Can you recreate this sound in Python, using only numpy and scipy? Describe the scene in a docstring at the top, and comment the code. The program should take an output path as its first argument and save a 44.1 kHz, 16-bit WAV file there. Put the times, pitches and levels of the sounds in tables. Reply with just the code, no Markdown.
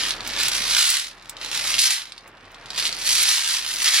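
"""Small hard pieces click in clumps and pour in rushes as their cloth bag is lifted, tipped and caught.
Each impact radiates a brief pulse and rings a piece faintly; stragglers drop in the pauses.
The cloth rubs and its threads snap, over a table in a small reverberant room.
Automatic gain control turns the loud rushes down, so the room's hum sinks and slowly swells back."""
import sys
import numpy as np
from scipy import signal
from scipy.fft import rfft, irfft
from scipy.io import wavfile
from scipy.ndimage import uniform_filter1d

SR = 44100
rng = np.random.default_rng(int(sys.argv[2]) if len(sys.argv) > 2 else 0)


def dump(signal):
    """Clip the signal to [-1, 1] and save it as 16-bit WAV at the path in sys.argv[1]."""
    limited = np.clip(np.atleast_2d(signal).T, -1, 1)
    pcm = np.round(limited * 32767).astype(np.int16)
    wavfile.write(sys.argv[1], SR, pcm)


N = 176400

# Tumbling of the contents. 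Each row: time in seconds, relative level in dB.
TUMBLE_LEVEL = [(0, -20.5), (0.09, -24), (0.14, -34.5), (0.2, -40.5), (0.27, -29.5), (0.35, -28.5),
                (0.382, -25), (0.4, -19.5), (0.47, -21), (0.5, -25), (0.555, -20.5), (0.62, -24.5),
                (0.67, -23.5), (0.7, -19.5), (0.755, -19), (0.81, -7), (0.95, -8.5), (1.08, -24.5),
                (1.15, -40.5), (1.25, -36.5), (1.35, -44.5), (1.44, -21.5), (1.49, -26.5), (1.55, -17.5),
                (1.62, -23), (1.69, -19), (1.735, -20), (1.779, -23.5), (1.79, -10.5), (1.872, -2),
                (1.893, -9), (1.909, -4), (2.14, -37.5), (2.34, -45.5), (2.56, -42.5), (2.7, -35.5),
                (2.775, -20), (2.784, -14.5), (2.83, -19.5), (2.862, -16), (2.92, -30), (3.048, -24.5),
                (3.066, -19), (3.265, -14), (3.312, -7.5), (3.43, -15), (3.545, -13.5), (3.62, -23),
                (3.7, -20.5), (3.79, -23.5), (3.845, -17), (3.885, -5.5), (3.92, -11), (3.955, -1.5),
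                (4, 4)]
# Clicks heard through the cloth. Each row: frequency in Hz, relative spectral level in dB.
CLICK_SPECTRUM = [(100, -48.5), (400, -33.5), (800, -17.5), (1300, -8.5), (1900, -2), (2700, -1), (4000, 2),
                  (5200, -0.5), (7000, -7.5), (9000, -10), (10200, -6), (12000, -14.5), (15500, -27)]
# Treble of the rattle. Each row: time in seconds, gain in dB before vigour brightens it.
TREBLE_GAIN = [(0, -3), (.13, 6), (.2, -2), (.27, 0.5), (.56, 2), (1.25, 5), (1.36, -1.5), (1.66, 6.5),
               (1.85, 2.5), (1.91, 4.5), (2.15, 1), (2.77, -1), (3.08, 8.5), (3.32, 3.5), (3.62, 4.5),
               (3.83, 9), (3.88, -0.5), (3.93, 4.5), (4, -2.5)]
# Lows and low mids of the rattle. Each row: time in seconds, gain in dB.
LOW_GAIN = [(0, -1.5), (1.73, 2), (1.8, -11.5), (1.87, 1.5), (2.8, -1), (3.87, 1)]
def tumbling_pieces(clumps_per_s=150, clump_s=0.0026, clump_db=2.5, hits_per_s=2100, brightening=0.27):
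    """Clustered random impacts: one piece knocks its neighbours; a harder pour is denser and brighter."""
    level = curve(TUMBLE_LEVEL)
    vigour_db = level + 21  # scales both base rates
    overlap = amp(.5 * vigour_db)  # in a thick pour the clumps are many and merge
    starts = (rng.random(N) < overlap * clumps_per_s / SR) * rng.exponential(1, N) / overlap
    agitation = signal.lfilter([1], [1, -np.exp(-1 / (clump_s * SR))], starts)
    clumps = np.sqrt(1 + amp(clump_db) ** 2 * agitation)
    rate = hits_per_s * amp(.75 * vigour_db) * clumps
    hits = (rng.random(N) < rate / SR) * clumps
    hits *= amp(0.2 * np.minimum(rng.exponential(1, N), 3))  # slight spread of strength
    hits *= amp(level - 2) / np.sqrt(abs(uniform_filter1d(hits ** 2, size=1000)) + 0.003)
    clicks = colour(contact_noise(hits) + from_right(ringing(hits)), CLICK_SPECTRUM)
    treble = signal.sosfiltfilt(signal.butter(2, 6000, "high", fs=SR, output="sos"), clicks)
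    low = signal.sosfiltfilt(signal.butter(2, 2400, fs=SR, output="sos"), clicks)
    treble_gain = amp(curve(TREBLE_GAIN) + brightening * vigour_db)
    return clicks + treble * (treble_gain - 1) + low * (amp(curve(LOW_GAIN)) - 1)


def contact_noise(hits, contact_s=0.00012, scatter_db=-8.5):
    """Impact radiation: each hit is a noise burst as short as the contact; the folds scatter part of it."""
    decay = np.exp(-2 / (contact_s * SR))
    bursts = np.sqrt(signal.lfilter([1 - decay], [1, -decay], hits ** 2 + 1e-20))
    direct = from_right(bursts * rng.choice([-1, 1], N))
    return direct + amp(scatter_db) * bursts * rng.standard_normal((2, N))


def ringing(hits, pieces=40, ring_s=0.0036, range_hz=(5890, 10740), gain_db=-33):
    """Damped free vibration: each hit rings one piece faintly at its natural frequency."""
    struck = rng.integers(0, pieces, N)
    decay = np.exp(-1 / (ring_s * SR))
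    phase_steps = 2 * np.pi * rng.uniform(*range_hz, pieces) / SR
    return amp(gain_db) * sum(
        signal.lfilter([np.sin(w)], [1, -2 * decay * np.cos(w), decay ** 2], hits * (struck == k) + 1e-20)
        for k, w in enumerate(phase_steps))


# Single pieces falling hard. Each row: start in seconds, relative strength in dB.
KNOCK_EVENTS = [(.0735, -10), (0.1072, 4.5), (.206, -8.5), (.309, -11), (.366, -15), (1.2955, -5),
                (1.368, -5), (1.414, -0.5), (1.7414, 9.5), (1.783, 4.5), (1.803, 10), (2.019, 0),
                (2.072, -6), (2.1212, 2.5), (2.1793, -0.5), (2.371, -18), (2.453, -15.5), (2.545, -9),
                (2.659, -7.5), (2.7039, 1), (2.778, 7), (2.854, 6), (2.867, 3), (2.8763, -2), (2.927, 2),
                (3.073, 3), (3.184, 0), (3.2395, 6), (3.382, 10), (3.496, 6.5), (3.802, 3), (3.8825, 7)]
# Timbre of a knock. Each row: frequency in Hz, relative spectral level in dB.
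KNOCK_SPECTRUM = [(100, -24), (700, -17), (1700, -4), (4000, 10.5), (6500, -2), (10000, -5.5),
                  (15500, -34.5)]
# Threads and edges catching in the cloth. Each row: start in seconds, relative strength in dB.
SNAP_EVENTS = [(.275, -10.5), (.431, -6), (.4835, -2), (.903, 13.5), (1.295, -3.5), (2.277, -16),
               (2.517, -23), (2.926, -21), (3.229, 5), (3.741, -10), (3.827, -1.5)]
# Timbre of a snap. Each row: frequency in Hz, relative spectral level in dB.
SNAP_SPECTRUM = [(100, -52), (2000, -13), (6000, -3.5), (11500, -2), (15500, -8.5)]
def jolts(events, spectrum, chatter_db, chatter_s=0.0032, gain_db=-3):
    """Impulsive excitation: one knock or snap sets the neighbouring pieces chattering."""
    impulses, chatter = np.zeros((2, N))
    t = np.arange(1024) / SR
    for start, db in events:
        add(impulses, start, amp([db]))
        add(chatter, start, amp(db + chatter_db) * np.exp(-t / chatter_s))
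    return amp(gain_db) * colour(from_right(impulses) + contact_noise(chatter), spectrum)


# Timbre of the rubbing. Each row: frequency in Hz, relative spectral level in dB.
RUB_SPECTRUM = [(40, -18.5), (100, 6), (300, 0), (600, 4), (1200, 5), (2500, 1.5), (6000, -23.5),
                (15000, -29)]
# Strength of the rubbing. Each row: time in seconds, level in dB.
RUB_LEVEL = [(0, -41), (.4, -40), (.8, -49), (1.15, -43.5), (1.55, -37.5), (1.85, -45), (2.15, -39.5),
             (2.8, -40.5), (3.65, -55.5), (4, -32.5)]
def cloth_rub(rough_db=3):
    """Friction noise: fabric slides with uneven grip over the hand and the contents."""
    grip = amp(rough_db * slow_noise(300))
    friction = unit(grip * rng.standard_normal(N)) * amp(curve(RUB_LEVEL))
    return colour(from_right(friction), RUB_SPECTRUM)


# Decay of the room. Each row: frequency in Hz, time to fall 60 dB in seconds.
REVERB_TIMES = [(200, 0.57), (3000, 0.17), (14000, 0.05)]
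# Reflections off table and wall. Each row: mean delay in seconds, gain in dB.
REFLECTIONS = [(.0036, -13.5), (0.012, -19.5)]
def room_response(tail_db=-6.5):
    """Reflection and absorption: near echoes and a short tail whose bass both channels share."""
    diffuse = diffuse_field(*rng.standard_normal((2, 12800)), apart_hz=1800)
    hz, t, spectra = signal.stft(diffuse, SR, nperseg=256)
    tail = signal.istft(spectra * amp(-60 * t / at_hz(REVERB_TIMES, hz)[:, None]), SR)[1]
    taps = amp(tail_db) * tail / np.linalg.norm(tail[0])
    for mean_delay, db in REFLECTIONS:
        delay = mean_delay * rng.uniform(.85, 1.15)
        for channel in taps:
            channel[round(delay * SR) + rng.integers(0, 6)] += amp(db)
    return taps


def reverberate(direct, places=41):
    """Time-varying reverberation: one response fades into the next as the bag is carried about."""
    place, out = np.linspace(0, places - 1, N), direct.copy()
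    for k in range(places):
        near = np.flatnonzero(abs(place - k) < 1)
        fade = np.sqrt(1 - abs(place[near] - k))
        reflected = signal.fftconvolve(direct[:, near] * fade, room_response(), axes=1)
        for channel, sound in zip(out, reflected):
            add(channel, near[0] / SR, sound)
    return out


# Noise of the room air. Each row: frequency in Hz, relative spectral level in dB.
AIR_SPECTRUM = [(20, -14.5), (50, 4), (75, -4), (115, 9.5), (170, -5), (300, 6.5), (550, 3), (1200, 8),
                (2200, 2), (4500, -15), (8000, -52)]
def room_air(gain_db=-42, side_db=-6):
    """Ambient noise: a steady diffuse field, strongest in the lows and mids."""
    mid, side = colour(rng.standard_normal((2, N)), AIR_SPECTRUM)
    return amp(gain_db) * diffuse_field(mid, amp(side_db) * side, apart_hz=700)


# Partials of a machine's hum. Each row: frequency in Hz, level in dB.
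HUM = [(36, -51), (100, -61.5), (199, -64.5)]
def machine_hum(waver=0.12):
    """Amplitude modulation: each low partial wavers slightly at random."""
    t, hum = np.arange(N) / SR, np.zeros(N)
    for hz, db in HUM:
        tone = np.sin(2 * np.pi * (hz * t + rng.random()))
        hum += amp(db) * unit(tone * (1 + waver * slow_noise(6000)))
    return hum


def from_right(x, lag_s=0.00004, pad=64):
    """Path difference: the bag is on the right, so its sound reaches the left channel later."""
    x = np.pad(x, (0, pad))
    hz = np.fft.rfftfreq(len(x), 1 / SR)
    left = irfft(rfft(x) * np.exp(-2j * np.pi * hz * lag_s), len(x))
    return np.array([left, x])[:, :-pad]


def diffuse_field(mid, side, apart_hz):
    """Spatial coherence: long waves reach both channels alike, short ones differ."""
    side = signal.sosfilt(signal.butter(1, apart_hz, "high", fs=SR, output="sos"), side)
    return np.array([mid + side, mid - side])


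def colour(x, spectrum, size=4096):
    """Minimum-phase filtering with the given spectrum and a power gain of one."""
    log_gain = np.log(amp(at_hz(spectrum, abs(np.fft.fftfreq(size, 1 / SR)))))
    taps = np.fft.ifft(np.exp(np.conj(signal.hilbert(log_gain)))).real[:size // 2]
    return signal.oaconvolve(x, taps[None] / np.linalg.norm(taps), axes=1)[:, :N]


def amp(db):
    """Decibels to amplitude ratio."""
    return 10 ** (np.asarray(db) / 20)


def unit(x):
    """Normalisation to an rms of one."""
    return x / np.sqrt(np.mean(x ** 2) + 1e-20)


def slow_noise(samples):
    """A moving average of white noise, at unit rms."""
    return unit(uniform_filter1d(rng.standard_normal(N), size=samples))


def curve(table):
    """Linear interpolation of a time table at every sample."""
    return np.interp(np.arange(N) / SR, *np.transpose(table))


def at_hz(table, hz):
    """Interpolation on a log-frequency axis."""
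    frequencies, values = np.transpose(table)
    return np.interp(np.log(hz + 1), np.log(frequencies), values)


def add(mix, start_s, sound):
    """Superposition of a sound from a given time."""
    part = mix[max(round(start_s * SR), 0):][:len(sound)]
    part += sound[:len(part)]


def scene(left_db=-1.38):
    """Superposition: the bag and its reflections, weaker on the left, over air and hum."""
    bag = tumbling_pieces()
    bag += jolts(KNOCK_EVENTS, KNOCK_SPECTRUM, chatter_db=-15)
    bag += jolts(SNAP_EVENTS, SNAP_SPECTRUM, chatter_db=-8.5)
    bag += cloth_rub()
    return reverberate(bag) * amp([[left_db], [0]]) + room_air() + machine_hum()


def record(dry, limit_db=-17, recover_db_per_s=12, sense_s=0.0074, edge_hz=15950):
    """Automatic gain control with a quick fall and slow recovery, then clipping and a band limit."""
    power = signal.lfilter([1 / (sense_s * SR)], [1, -np.exp(-1 / (sense_s * SR))], (dry ** 2).mean(0))
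    recovery_db = np.arange(N) * recover_db_per_s / SR
    peak_db = np.maximum.accumulate(10 * np.log10(power + 1e-12) + recovery_db) - recovery_db
    cut_db = uniform_filter1d(np.maximum(peak_db - limit_db, 0), size=100)
    limited = np.clip(dry / amp(cut_db), -1, 1)
    lowpass = signal.firwin(511, edge_hz, window=("kaiser", 9), fs=SR)
    return signal.oaconvolve(limited, lowpass[None], "same")


dry = scene()
out = record(dry)
dump(out)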